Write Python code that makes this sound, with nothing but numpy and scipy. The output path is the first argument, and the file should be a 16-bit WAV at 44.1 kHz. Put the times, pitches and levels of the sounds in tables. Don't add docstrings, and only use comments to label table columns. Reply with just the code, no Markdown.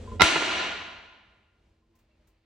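import sys
import numpy as np
from scipy import signal
from scipy.fft import rfft, irfft, next_fast_len
from scipy.io import wavfile
from scipy.ndimage import uniform_filter1d, minimum_filter1d, map_coordinates

SR = 44100
rng = np.random.default_rng(int(sys.argv[2]) if len(sys.argv) > 2 else 0)


def digitize_waveform(pressure):
    field = np.atleast_2d(pressure).T
    bounded = np.clip(field, -1, 1)
    quanta = np.round(bounded * 32767).astype(np.int16)
    wavfile.write(sys.argv[1], SR, quanta)


N = 108045

# (frequency [Hz], correlation [1])
CHANNEL_LIKENESS = [(60, 1), (280, 1), (640, 0.49), (1400, 0.64), (3100, 0.67), (7000, 0.46)]

# (time [s], level [dB])
HINGE_KNOCKS = [(.074, -40), (.116, -38)]
# (frequency [Hz], relative level [dB], T60 [s])
HINGE_MODES = [(91, 2, 0.63), (225, -7.5, .25), (464.4, -4, .2), (583, -13, 0.31), (1020, 1.5, .14),
               (1400, -23, 0.26)]
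# (time [s], relative level [dB])
SWING_LEVEL = [(0, -43.5), (.03, -36.5), (.1, -46), (.135, -35), (.165, -36.5), (.19, -33.5)]
# (frequency [Hz], relative density [dB per Hz])
SWING_SPECTRUM = [(25, -13.5), (50, -0.5), (85, 6), (150, -22), (225, -4.5), (300, -19.5), (420, -10.5),
                  (800, -27.5), (1300, -33), (3300, -33.5), (5500, -41), (7700, -39), (14000, -68.5)]
SWING_DB, SWING_END_S, SWING_FADE_S = -0.5, 0.22, 0.06
RUSTLE_DB, RUSTLE_ABOVE_HZ = -40, 460

# (frequency [Hz], relative density [dB per Hz])
VENT_SPECTRUM = [(15, -32.5), (25, -12), (52, 0), (95, -5.5), (150, -14), (230, -15), (270, -19),
                 (325, -21), (410, -17), (900, -26), (1400, -30.5), (2700, -32), (4500, -36), (7000, -41.5),
                 (15000, -59.5)]
# (frequency [Hz], mean level [dB])
HUM_TONES = [(228, -81), (325, -78)]
VENT_DB = -69

# (time [s], level [dB], left-right difference [dB], rise [s], crack T60 [s],
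# low-pass cutoff [Hz], ring gain [dB], favoured frequency [Hz], echo gain [dB])
SEAT_BLOWS = [(.196, -22.5, -8.5, 0.0055, 0.041, 5060, 5, 705, -4),
              (0.2063, -10, -8.5, .0015, .04, 5430, -7.5, 1047, -9),
              (0.2186, 2.5, 0.5, 0.00024, 0.034, 14200, -7.5, 2000, 1),
              (.3565, -6, -1.5, 0.0018, 0.054, 2770, -8, 2200, -9.5),
              (.366, -13.5, -2, 0.0028, 0.014, 1900, -9.5, 1260, -5),
              (.4205, -13.5, -4.5, 0.0011, 0.058, 3400, -13.5, 2230, -9.5)]
# (frequency [Hz], relative density [dB per Hz])
CRACK_SPECTRUM = [(60, -23), (150, -17.5), (320, 9), (550, -6.5), (900, 5), (1400, -1), (2200, -1.5),
                  (3000, -8), (4000, -6.5), (6000, -8), (9000, -23), (12000, -24), (16000, -41.5)]
# (frequency [Hz], relative level [dB], T60 [s])
BLOW_TONES = [(161, -10, .13), (328.7, -11, 0.075), (476, -2.5, 0.024), (750, -9, 0.065), (918, -6.5, .06),
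              (1015, -4, 0.097), (1214, -4, 0.02), (1369.6, 1.5, 0.14), (1996, -11.5, .1),
              (2063, -0.5, .04), (2497, -6, .07), (2872, -3.5, 0.037), (3770, -2, .05), (3910, -8, 0.1),
              (4970, -17, .09), (5420, -11.5, 0.023), (8000, -21.5, .06)]
FAVOUR_DB, FAVOUR_WIDTH_HZ = 7.5, 220
SETTLE_S, CHOKE_S = 0.2175, 0.0041

# (frequency [Hz], T60 [s])
ROOM_T60 = [(50, 1.3), (115, 2.21), (260, 0.95), (700, 1.253), (1400, 1.232), (3000, 1.175), (5000, 1.015),
            (8000, 0.78), (13000, 0.22)]
# (frequency [Hz], relative density [dB per Hz])
ROOM_SPECTRUM = [(40, -21), (80, -11.5), (140, -21), (200, -10), (320, 3.5), (500, -4), (750, -2.5),
                 (1200, -4), (2200, 1), (3100, 0), (3500, -3), (4200, -2), (5100, -12), (5900, -8),
                 (8500, -15), (11000, -24.5), (15000, -36)]
# (frequency [Hz], width [Hz], gain [dB])
LINGERING_RESONANCES = [(340, 18, 0), (661, 25, 9), (1020, 47, 9.5), (1414, 52, 12.5), (1707, 24, 3.5),
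                        (2050, 25, 4), (2824, 59, 5), (3890, 58, 3.5), (5790, 38, 5)]
ROOM_DB, ROOM_BUILD_S = -12.5, 0.008
RIPPLE_DB, RIPPLE_HZ = 1.5, 14

THUMP_S, THUMP_DB, THUMP_LENGTH_S = 0.21, -14.5, 0.05
THUMP_HZ, THUMP_END_HZ, THUMP_DELAY_S = 178, 50, 0.019

# (time [s], mean level [dB])
TRICKLE_LEVEL = [(1.85, -100), (2.0, -79.5), (2.119, -80), (2.25, -82.5), (2.45, -80.5)]
# (frequency [Hz], relative density [dB per Hz])
TRICKLE_SPECTRUM = [(200, -20), (600, 1), (1400, -4.5), (2200, 0), (2750, -1), (3200, -8), (4500, -6),
                    (6000, -26), (12000, -33)]
# (time [s], level [dB])
WATER_TICKS = [(1.953, -70), (1.988, -72), (2.272, -67)]
# (frequency [Hz], relative density [dB per Hz])
TICK_SPECTRUM = [(300, -23), (1200, 0), (4300, -4), (7000, 0.5), (11000, -8), (15000, 1)]
# (time [s], frequency [Hz], level [dB])
GURGLES = [(1.82, 1042, -73), (1.892, 336, -61), (1.94, 1030, -68.5), (2.09, 614, -68), (2.11, 2700, -74),
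           (2.19, 612, -69), (2.29, 1040, -75)]
TICK_RISE_S, TICK_T60_S = 0.00056, 0.16
GURGLE_RISE_S, GURGLE_T60_S = 0.0045, 0.19

LIMIT_DB, DETECT_S, ATTACK_S = -7.5, 0.0015, 0.0012
HOLD_S, RELEASE_DB_PER_S = 0.18, 45
CEILING, TOP_HZ = 0.9, 16300
LEFT_LAG_S = 0.00002


def amp(db):
    return 10 ** (np.asarray(db) / 20)


def unit(x):
    return x / np.sqrt(np.mean(x ** 2) + 1e-20)


def along(points, hz):
    f, v = np.transpose(points)
    return np.interp(np.log(hz + 1), np.log(f + 1), v)


def filtered(x, response):
    m = next_fast_len(N + 8192)
    hz = np.fft.rfftfreq(m, 1 / SR)
    return irfft(rfft(x, m) * response(hz), m)[..., :N]


def wobble(rate):
    knots = rng.standard_normal(int(N * rate / SR) + 4)
    return map_coordinates(knots, [np.arange(N) * rate / SR])


def stereo_noise(spectrum):
    def mid_side_response(hz):
        angle = np.arccos(np.clip(along(CHANNEL_LIKENESS, hz), -1, 1)) / 2
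        return amp(along(spectrum, hz)) * [np.cos(angle), np.sin(angle)]

    mid, side = filtered(rng.standard_normal((2, N)), mid_side_response)
    return unit(np.array([mid + side, mid - side]))


def fade(rise_s, t60):
    t = np.arange(N) / SR
    return (1 - np.exp(-t / max(rise_s, 1e-5))) * amp(-60 * t / t60)


def ring(tones, rise_s, spread):
    t = np.arange(SR // 2) / SR
    ear = np.array([[1], [-1]])
    total = np.zeros((2, len(t)))
    for hz, db, t60 in tones:
        phase = 2 * np.pi * (hz * t + rng.random())
        offset = spread * rng.choice([-1, 1]) * ear
        total += amp(db - 60 * t / t60) * np.sin(phase + offset)
    return np.pad(total * (1 - np.exp(-t / rise_s)), ((0, 0), (0, N - len(t))))


def add(track, s, sound):
    i = max(round(s * SR), 0)
    track[:, i:] += sound[:, :N - i]


def hinge():
    out, t = np.zeros((2, N)), np.arange(N) / SR
    for s, db in HINGE_KNOCKS:
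        add(out, s, amp(db) * ring(HINGE_MODES, rise_s=0.0025, spread=0.16))
    swing = stereo_noise(SWING_SPECTRUM)
    rustle = filtered(swing, lambda hz: hz > RUSTLE_ABOVE_HZ)
    rumble_db = SWING_DB + np.interp(t, *np.transpose(SWING_LEVEL))
    rumble = amp(rumble_db) * (swing - rustle)
    landing = np.clip((SWING_END_S - t) / SWING_FADE_S, 0, 1)
    return out + (rumble + amp(RUSTLE_DB) * rustle) * landing


def background():
    t = np.arange(N) / SR
    out = amp(VENT_DB + 1.5 * wobble(9)) * stereo_noise(VENT_SPECTRUM)
    for hz, db in HUM_TONES:
        level = amp(db + 3 * wobble(4))
        out = out + level * np.sin(2 * np.pi * hz * t + wobble(6.7))
    return out


def seat():
    out, t = np.zeros((2, N)), np.arange(N) / SR
    for s, db, pan_db, rise_s, t60, cutoff_hz, ring_db, favoured_hz, _ in SEAT_BLOWS:
        tones = []
        for hz, level_db, life in BLOW_TONES:
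            favour_db = FAVOUR_DB * np.exp(-((hz - favoured_hz) / FAVOUR_WIDTH_HZ) ** 2)
            tones.append((hz, level_db + favour_db, life))
        crack = stereo_noise(CRACK_SPECTRUM) * fade(rise_s, t60)
        blow = crack + amp(ring_db) * ring(tones, rise_s, spread=0.4)
        low_pass = signal.butter(4, min(cutoff_hz, SR / 2 - 100), fs=SR, output="sos")
        blow = signal.sosfilt(low_pass, blow)
        if s < SETTLE_S:
            blow = blow * np.clip((SETTLE_S - s - t) / CHOKE_S, 0, 1)
        add(out, s, blow * amp(db + pan_db * np.array([[0.5], [-0.5]])))
    return out


def resonances(hz):
    ripple_db = RIPPLE_DB * map_coordinates(rng.standard_normal(N), [hz / RIPPLE_HZ])
    peaks_db = sum(db / (1 + (2 * (hz - f) / width) ** 2) for f, width, db in LINGERING_RESONANCES)
    return amp(ripple_db + peaks_db)


def restroom():
    out = np.zeros((2, N))
    build = 1 - np.exp(-np.arange(N) / SR / ROOM_BUILD_S)
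    for s, db, *_, echo_db in SEAT_BLOWS:
        noise = filtered(stereo_noise(ROOM_SPECTRUM), resonances)
        hz, t, bands = signal.stft(noise, SR, nperseg=512)
        decay = amp(-60 * t / along(ROOM_T60, hz)[:, None])
        tail = signal.istft(bands * decay, SR, nperseg=512)[1][:, :N]
        add(out, s, amp(db + echo_db + ROOM_DB) * build * tail)
    return out


def thump():
    t = np.maximum(np.arange(N) / SR - THUMP_S, 0)
    hz = THUMP_END_HZ + (THUMP_HZ - THUMP_END_HZ) * np.exp(-t / THUMP_DELAY_S)
    swell = np.sin(np.pi * np.minimum(t / THUMP_LENGTH_S, 1)) ** 2
    return amp(THUMP_DB) * swell * np.sin(2 * np.pi * np.cumsum(hz * (t > 0)) / SR)


def water():
    level_db = np.interp(np.arange(N) / SR, *np.transpose(TRICKLE_LEVEL))
    out = amp(level_db + 1.5 * wobble(40)) * stereo_noise(TRICKLE_SPECTRUM)
    for s, db in WATER_TICKS:
        add(out, s, amp(db) * stereo_noise(TICK_SPECTRUM) * fade(TICK_RISE_S, TICK_T60_S))
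    for s, hz, db in GURGLES:
        add(out, s, ring([(hz, db, GURGLE_T60_S)], GURGLE_RISE_S, spread=0.24))
    return out


def scene():
    return seat() + thump() + restroom() + hinge() + background() + water()


def record(dry):
    power = np.abs(uniform_filter1d(np.mean(dry ** 2, axis=0), max(int(DETECT_S * SR), 1)))
    need_db = np.minimum(LIMIT_DB - 10 * np.log10(power + 1e-12), 0)
    half = max(int(HOLD_S * SR / 2), 1)
    held_db = minimum_filter1d(need_db, 2 * half + 1, origin=half)
    recovery_db = RELEASE_DB_PER_S * np.arange(N) / SR
    gain_db = np.minimum.accumulate(held_db - recovery_db) + recovery_db
    keep = np.exp(-1 / (ATTACK_S * SR))
    y = dry * amp(signal.lfilter([1 - keep], [1, -keep], gain_db))
    y = y / (1 + np.abs(y / CEILING) ** 6) ** (1 / 6)
    ear = np.array([[-1], [1]])
    return filtered(y, lambda hz: (hz < TOP_HZ) * np.exp(1j * np.pi * hz * LEFT_LAG_S * ear))


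dry = scene()
out = record(dry)
digitize_waveform(out)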